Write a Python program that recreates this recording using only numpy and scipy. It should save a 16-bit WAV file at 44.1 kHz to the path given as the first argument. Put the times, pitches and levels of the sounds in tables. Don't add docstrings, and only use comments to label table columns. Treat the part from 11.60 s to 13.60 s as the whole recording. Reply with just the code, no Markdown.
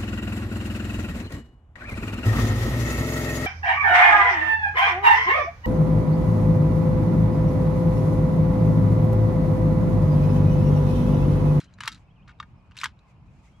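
import sys
import numpy as np
from scipy import signal
from scipy.fft import rfft, irfft, next_fast_len
from scipy.io import wavfile
from scipy.ndimage import uniform_filter1d, map_coordinates

SR = 44100
rng = np.random.default_rng(int(sys.argv[2]) if len(sys.argv) > 2 else 0)


def wrap_up_sound(samples):
    columns = np.atleast_2d(samples).T
    tamed = np.clip(columns, -1, 1)
    steps = np.round(tamed * 32767).astype(np.int16)
    wavfile.write(sys.argv[1], SR, steps)


def attenuation_scalar(level_db):
    decades = np.asarray(level_db, float) / 20
    return 10 ** decades


N = 88200


def unit(x):
    return x / np.sqrt(np.mean(x ** 2) + 1e-20)


def along(points, hz):
    f, v = np.transpose(points)
    return np.interp(np.log(hz + 1), np.log(f + 1), v)


def wobble(rate):
    knots = rng.standard_normal(int(N * rate / SR) + 4)
    return map_coordinates(knots, [np.arange(N) * rate / SR])


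def filtered(x, response):
    m = next_fast_len(x.shape[-1] + 4096)
    return irfft(rfft(x, m) * response(np.fft.rfftfreq(m, 1 / SR)), m)[..., :x.shape[-1]]


def rush(spectrum, alike, patchy_db):
    z = signal.stft(rng.standard_normal((2, N)), nperseg=512)[2]
    field = uniform_filter1d(rng.standard_normal(z.shape[1:]), size=5, axis=0)
    field = uniform_filter1d(field, size=10, axis=1)
    pair = signal.istft(z * attenuation_scalar(patchy_db * unit(field)), nperseg=512)[1][:, :N]

    def mid_side(hz):
        angle = np.arccos(np.clip(along(alike, hz), -1, 1)) / 2
        return attenuation_scalar(along(spectrum, hz)) * [np.cos(angle), np.sin(angle)]

    mid, side = filtered(pair, mid_side)
    return unit(np.array([mid + side, mid - side]))


def tail(x, t60):
    t = np.arange(SR // 4) / SR
    answer = rng.standard_normal((2, len(t))) * attenuation_scalar(-60 * t / t60) * (1 - np.exp(-t / 0.0048))
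    return signal.fftconvolve(x[None], answer / np.linalg.norm(answer[0]), axes=1)[:, :N]


# (start [s], length [s])
STROKES = [(-.003, .075), (.206, .071), (.28, .11), (.675, .05), (.802, .06), (1.145, .022), (1.167, .02),
           (1.238, .09), (.178, .03), (.06, .08), (1.186, .05)]
# (level [dB], fade over the stroke [dB], brightness [dB per octave])
PRESSURE = [(-48, -21.5, 2), (-48, 4.5, -1.5), (-49.5, -12.5, 1.5), (-54, -8, -3), (-60, -5.5, -9.5),
            (-59.5, 0, -2), (-53, 5, 6.5), (-35.5, -37, -0.5), (-55, -2, -4), (-79.5, 13.5, -0.5),
            (-48.5, 1, 2.5)]
# (frequency [Hz], level [dB])
DRAG_COLOUR = [(600, -3), (1000, 2), (1400, 9.5), (2500, 3), (4000, 0), (7000, -10.5), (12000, -30),
               (16000, -59)]
SLIPS_PER_S, SLIP_SPREAD_DB, SLIP_T60 = 4500, 2.5, 0.012


def slides():
    t = np.arange(N) / SR
    slips = (rng.random(N) < SLIPS_PER_S / SR) * rng.standard_normal(N)
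    slips *= attenuation_scalar(SLIP_SPREAD_DB * rng.standard_normal(N))
    decay = attenuation_scalar(-120 * t[:SR // 40] / SLIP_T60)
    rattle = np.abs(signal.fftconvolve(slips ** 2, decay)[:N]) ** 0.5
    grit = rattle * rng.standard_normal(N) * attenuation_scalar(0.78 * wobble(130))
    out = np.zeros(N)
    for (s, length), (db, fade_db, tilt_db) in zip(STROKES, PRESSURE):
        press = attenuation_scalar(db + fade_db * np.clip((t - s) / length, 0, 1))
        on_off = np.clip(np.minimum((t - s) / 0.0022, (s + length - t) / 0.0076), 0, 1)
        colour = lambda f: attenuation_scalar(along(DRAG_COLOUR, f) + tilt_db * np.log2((f + 1) / 2000))
        out += press * on_off * unit(filtered(grit, colour))
    return out


# (time [s], level [dB])
WIND = [(0, -52.5), (.25, -50.5), (.45, -51.5), (.7, -54.5), (.9, -51), (1.1, -54.5), (1.4, -53.5),
        (1.65, -51), (2, -54)]
# (frequency [Hz], level [dB per Hz])
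RUMBLE = [(12, -40), (20, -26.5), (49, -1), (92, -1.5), (125, -2), (200, -10), (226, -13), (325, -19.5),
          (500, -42), (650, -66.5), (1100, -120)]
# (frequency [Hz], level [dB per Hz])
AIR = [(240, -32.5), (400, -11.5), (814, -8), (1030, -7.5), (1870, -21), (2510, -15), (3470, -28),
       (4950, -32), (16000, -56.5)]
# (frequency [Hz], likeness [0 to 1])
RUMBLE_ALIKE = [(30, 1), (150, 0.9), (400, 0.71)]
AIR_ALIKE = [(500, 0.91), (2000, 0.11), (8000, 0.12)]
# (frequency [Hz], level [dB])
HUM = [(119.5, -64.5), (179, -62.5)]
AIR_DB = -65.5


def meadow():
    t = np.arange(N) / SR
    gusts = attenuation_scalar(1.8 * wobble(8)) * rush(RUMBLE, RUMBLE_ALIKE, patchy_db=1.5)
    rumble = attenuation_scalar(np.interp(t, *np.transpose(WIND))) * unit(gusts)
    hum = np.zeros(N)
    for hz, db in HUM:
        hum += attenuation_scalar(db + 1.1 * wobble(4.5)) * np.sin(2 * np.pi * hz * t + 0.77 * wobble(8.2))
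    hiss = attenuation_scalar(AIR_DB + 0.36 * wobble(1.3)) * rush(AIR, AIR_ALIKE, patchy_db=1.8)
    return rumble + hum + hiss


ATTACK_S = 0.00045


def onset(t, attack_s):
    return (1 - np.exp(-(t / attack_s) ** 2)) * np.cos(np.pi / 2 * t / t[-1]) ** 2


# (time [s], level [dB], brightness [dB per octave], t60 [s], favoured pitch of the struck part [Hz])
OPENING = [(.0005, -47, 8, 0.025, 1980), (0.041, -58.5, 7, 0.015, 6500), (0.1373, -58, 4.5, 0.03, 6800),
           (0.1848, -49, -3, 0.034, 1820), (0.2042, -40, 2.5, 0.024, 2200), (0.2057, -29, 0.5, 0.021, 1680),
           (0.2349, -32, -1, 0.046, 1600), (0.25, -47, -12.5, 0.025, 1230), (0.2556, -47, 9.5, 0.016, 4300),
           (.265, -47.5, -17.5, 0.067, 1290), (0.2761, -17, -0.5, .025, 1110),
           (.2805, -31, 2.5, 0.094, 2200), (0.2862, -42.5, 2, .04, 4000), (0.3173, -47, 7.5, 0.029, 4100),
           (0.3243, -44, 4.5, 0.023, 4100), (0.33, -50, 5.5, 0.035, 4000), (.345, -53, 8.5, .04, 4040),
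           (0.6764, -49, -5, 0.043, 1820), (0.679, -54.5, 3, 0.024, 4300), (.6872, -50.5, -10, 0.025, 1490),
           (0.6921, -45.5, -6, 0.11, 1430), (0.704, -53.5, -3, 0.053, 1300), (0.788, -59, -3, 0.015, 3750),
           (0.8, -31.5, -4.5, 0.052, 1226), (.8265, -40, -7.5, 0.087, 1510)]
CLOSING = [(1.1103, -52.5, -2.5, 0.088, 1420), (1.117, -51, -5, 0.05, 2780), (1.121, -64, -5, 0.068, 2815),
           (1.146, -61, -2, 0.022, 2790), (1.167, -45, 6.5, 0.051, 2500), (1.1751, -40.5, 3, 0.024, 2800),
           (1.1859, -42, 5.5, .022, 2900), (1.2001, -45.5, 8, 0.017, 3990), (1.213, -32.5, 2, 0.027, 2400),
           (1.2337, -25.5, -6, 0.041, 1280), (1.2403, -19.5, 1, 0.025, 1700),
           (1.2418, -30, 0.5, 0.067, 3670), (1.2504, -34.5, -6, 0.037, 1620),
           (1.2565, -22.5, -3, 0.017, 1550), (1.265, -40.5, -3, .03, 1410), (1.271, -61, -6, 0.024, 1400),
           (1.3898, -55.5, 0, 0.014, 4100)]
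# (frequency [Hz], level [dB])
RECEIVER = [(1050, -8), (1220, -2), (1420, -10), (1630, -9), (1830, -7.5), (2230, -1), (2800, -2.5),
            (3200, -2.5), (3750, -3), (4300, -7.5), (4900, -5.5), (5750, -9.5), (6600, -23), (8100, -32)]
# (frequency [Hz], level [dB])
CRACK = [(150, -57.5), (450, -9), (900, -2), (1300, 4), (3000, -4), (7000, -9), (12000, -19), (16000, -38)]
CRACK_DB, CRACK_T60 = 6, 0.025
SHORTER_UP = 0.16
HARD_DB = -14
SOFT_HZ, SOFT_DB = 7100, 0.5
SOFT_SLOWER = 0.041
FAVOUR_DB, FAVOUR_OCTAVES = 9.5, 0.25
SNAP_DB, SNAP_T60 = 6.5, 0.0084
CREST_S, SCATTER = 0.001313, 0.9
STOCK_HZ, STOCK_DB, STOCK_T60 = 477, -22, 0.013


def blows():
    steel, wood, t = np.zeros(N + SR), np.zeros(N + SR), np.arange(SR // 8) / SR
    hz, mode_db = np.transpose(RECEIVER)[..., None]
    for s, db, tilt_db, t60, part_hz in OPENING + CLOSING:
        detune, size, phase = rng.standard_normal((3, len(hz), 1))
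        soft = max(HARD_DB - db, 0)
        rise = onset(t, ATTACK_S * (1 + SOFT_SLOWER * soft))

        def favour(f):
            return FAVOUR_DB * np.exp(-(np.log2((f + 1) / part_hz) / FAVOUR_OCTAVES) ** 2)

        def crack_colour(f):
            tilt = tilt_db * np.log2((f + 500) / 2500)
            dull = SOFT_DB * soft * np.log2(np.maximum(f / SOFT_HZ, 1))
            return attenuation_scalar(along(CRACK, f) + favour(f) + tilt - dull)

        ring = attenuation_scalar(-60 * t * (hz / hz[1]) ** SHORTER_UP / t60)
        snap = attenuation_scalar(SNAP_DB - 60 * t / SNAP_T60)
        swing = np.cos(2 * np.pi * hz * (1 + 0.015 * detune) * (t - CREST_S) + SCATTER * phase)
        strength = attenuation_scalar(mode_db + favour(hz) + tilt_db * np.log2(hz / 2000) + 1.8 * size)
        modes = (strength * (ring + snap) * swing).sum(0)
        crack = filtered(rng.standard_normal(len(t)) * attenuation_scalar(-60 * t / CRACK_T60), crack_colour)
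        knock = attenuation_scalar(STOCK_DB - 60 * t / STOCK_T60) * np.sin(2 * np.pi * STOCK_HZ * t)
        start = round(s * SR)
        steel[start:][:len(t)] += attenuation_scalar(db) * rise * (0.24 * modes + attenuation_scalar(CRACK_DB) * crack)
        wood[start:][:len(t)] += attenuation_scalar(db) * rise * knock
    return steel[:N], wood[:N]


# (time [s], level [dB], frequency [Hz], t60 [s])
PINGS = [(.002, -58, 4080, 0.39), (.001, -46.5, 3350, 0.051), (.208, -34.5, 2990, 0.046),
         (0.21, -46.5, 3980, 0.048), (.2775, -21, 2238, 0.019), (.2775, -23.5, 3050, 0.019),
         (0.7991, -39.5, 3010, 0.018), (.8005, -34, 3700, .018), (.827, -41, 1804, 0.036),
         (1.168, -42, 2584, 0.089), (1.215, -38.5, 4970, 0.018), (1.2362, -27.5, 2990, 0.025),
         (1.241, -32, 7630, .02), (1.2579, -27, 3390, 0.017), (0.1383, -48.5, 4040, 0.018),
         (0.2571, -36.5, 4700, .012), (0.257, -41, 3930, 0.017), (.2725, -34, 3970, 0.035),
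         (0.287, -43, 3900, 0.028), (0.326, -43, 4100, 0.028), (.356, -42, 4100, 0.013),
         (1.1754, -40, 4950, 0.012), (1.188, -30, 4100, 0.027), (.3, -51.5, 1310, .4),
         (1.2015, -48.5, 4000, .012), (1.2358, -30, 6380, 0.018), (1.39, -49, 4040, 0.0087)]


def pings():
    out, t = np.zeros(N + SR), np.arange(SR // 8) / SR
    for s, db, hz, t60 in PINGS:
        tone = attenuation_scalar(db - 60 * t / t60) * np.sin(2 * np.pi * hz * t)
        out[round(s * SR):][:len(t)] += onset(t, ATTACK_S) * tone
    return out[:N]


def whistles(notes, db):
    out = np.zeros(N + SR)
    for s, length, *hz in notes:
        u = np.linspace(0, 1, round(length * SR))
        pitch = np.polyval(np.polyfit([0, 0.5, 1], hz, deg=2), u)
        note = np.sin(np.pi * u) ** 0.4 * np.sin(2 * np.pi * np.cumsum(pitch) / SR)
        out[round(s * SR):][:len(u)] += note
    out = attenuation_scalar(db + 2 * wobble(60)) * out[:N]
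    return out + attenuation_scalar(-10) * tail(out, t60=0.22)


# (start [s], length [s], first pitch [Hz], middle pitch [Hz], last pitch [Hz])
NEAR_BIRD = [(.056, .016, 2100, 2600, 3050), (.068, .025, 2950, 3080, 3280), (.09, .021, 3300, 2600, 2250),
             (.475, .02, 2750, 2580, 2600), (.503, .02, 3050, 3280, 3100), (.555, .045, 3330, 2700, 2450),
             (.592, .028, 2450, 2450, 2650), (.616, .02, 2550, 2950, 3330), (.706, .022, 2450, 2580, 2660),
             (.724, .014, 2660, 2350, 1950), (1.87, .035, 1950, 2150, 2420)]
FAR_BIRD = [(.385, .055, 2250, 2400, 2550), (1.67, .03, 2430, 2480, 2600), (.99, .09, 2450, 2450, 2500),
            (1.415, .025, 2700, 2690, 2660), (1.48, .06, 2700, 2420, 2050), (1.47, .045, 2180, 2050, 1980),
            (1.735, .05, 2150, 2280, 2400), (.11, .016, 2150, 2220, 2350), (.49, .02, 2900, 3000, 3100),
            (.512, .018, 2750, 2550, 2200), (1.745, .08, 2700, 2620, 2250), (1.82, .055, 2200, 1950, 1920),
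            (.44, .025, 2200, 2250, 2350), (1.915, .09, 3000, 3280, 3200)]
HIGH_BIRD = [
    (.955, .06, 4300, 5300, 4000),
    (1.58, .04, 2750, 2700, 2450),
]


def birds():
    return whistles(NEAR_BIRD, -66.5) + whistles(FAR_BIRD, -73) + whistles(HIGH_BIRD, -84)


# (middle [s], length [s], level [dB])
RUSTLES = [
    (0.403, 0.062, -71.5),
    (0.876, 0.096, -79.5),
    (0.987, 0.054, -95),
    (1.066, .04, -83.5),
    (1.498, 0.069, -73.5),
    (1.669, 0.021, -79),
    (1.758, 0.14, -79),
    (1.864, 0.069, -72),
    (1.965, 0.46, -76),
]
# (frequency [Hz], level [dB])
CLOTH = [(1000, -16), (2200, 8.5), (4000, -4.5), (7200, -1.5), (10000, -14.5), (13000, -20), (14500, -44)]


def sleeve():
    t = np.arange(N) / SR
    swell = sum(attenuation_scalar(db) * np.exp(-(2 * (t - s) / length) ** 2) for s, length, db in RUSTLES)
    return swell * attenuation_scalar(1.5 * wobble(60)) * rush(CLOTH, AIR_ALIKE, patchy_db=1.2)


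# (frequency [Hz], left over right [dB])
GUN_SIDE = [(700, -2.5), (2400, 3.7), (6000, 0), (8500, -5), (15000, -5)]
# (frequency [Hz], level [dB])
ECHO = [(1000, -8.5), (3000, 1.5), (9000, 2)]
GUN_LEAD_S, ECHO_DB, ECHO_T60 = -0.000016, -13.5, 0.042


def scene():
    drag, background = slides(), meadow()
    steel, wood = blows()
    slim = signal.ellip(5, 0.5, 30, 900, 'highpass', fs=SR, output='sos')
    gun = signal.sosfilt(slim, steel + pings() + drag) + wood
    side = np.array([[1], [-1]]) / 2
    near = filtered(gun, lambda f: attenuation_scalar(side * along(GUN_SIDE, f)) * np.exp(2j * np.pi * f * side * GUN_LEAD_S))
    echo = attenuation_scalar(ECHO_DB) * tail(filtered(gun, lambda f: attenuation_scalar(along(ECHO, f))), ECHO_T60)
    return near + echo + background + birds() + sleeve()


def band_limit(x):
    return signal.sosfilt(signal.butter(12, 16300, fs=SR, output="sos"), x)


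def record(dry):
    mix = filtered(dry, lambda hz: hz < 16400)
    return band_limit(mix)


dry = scene()
out = record(dry)
wrap_up_sound(out)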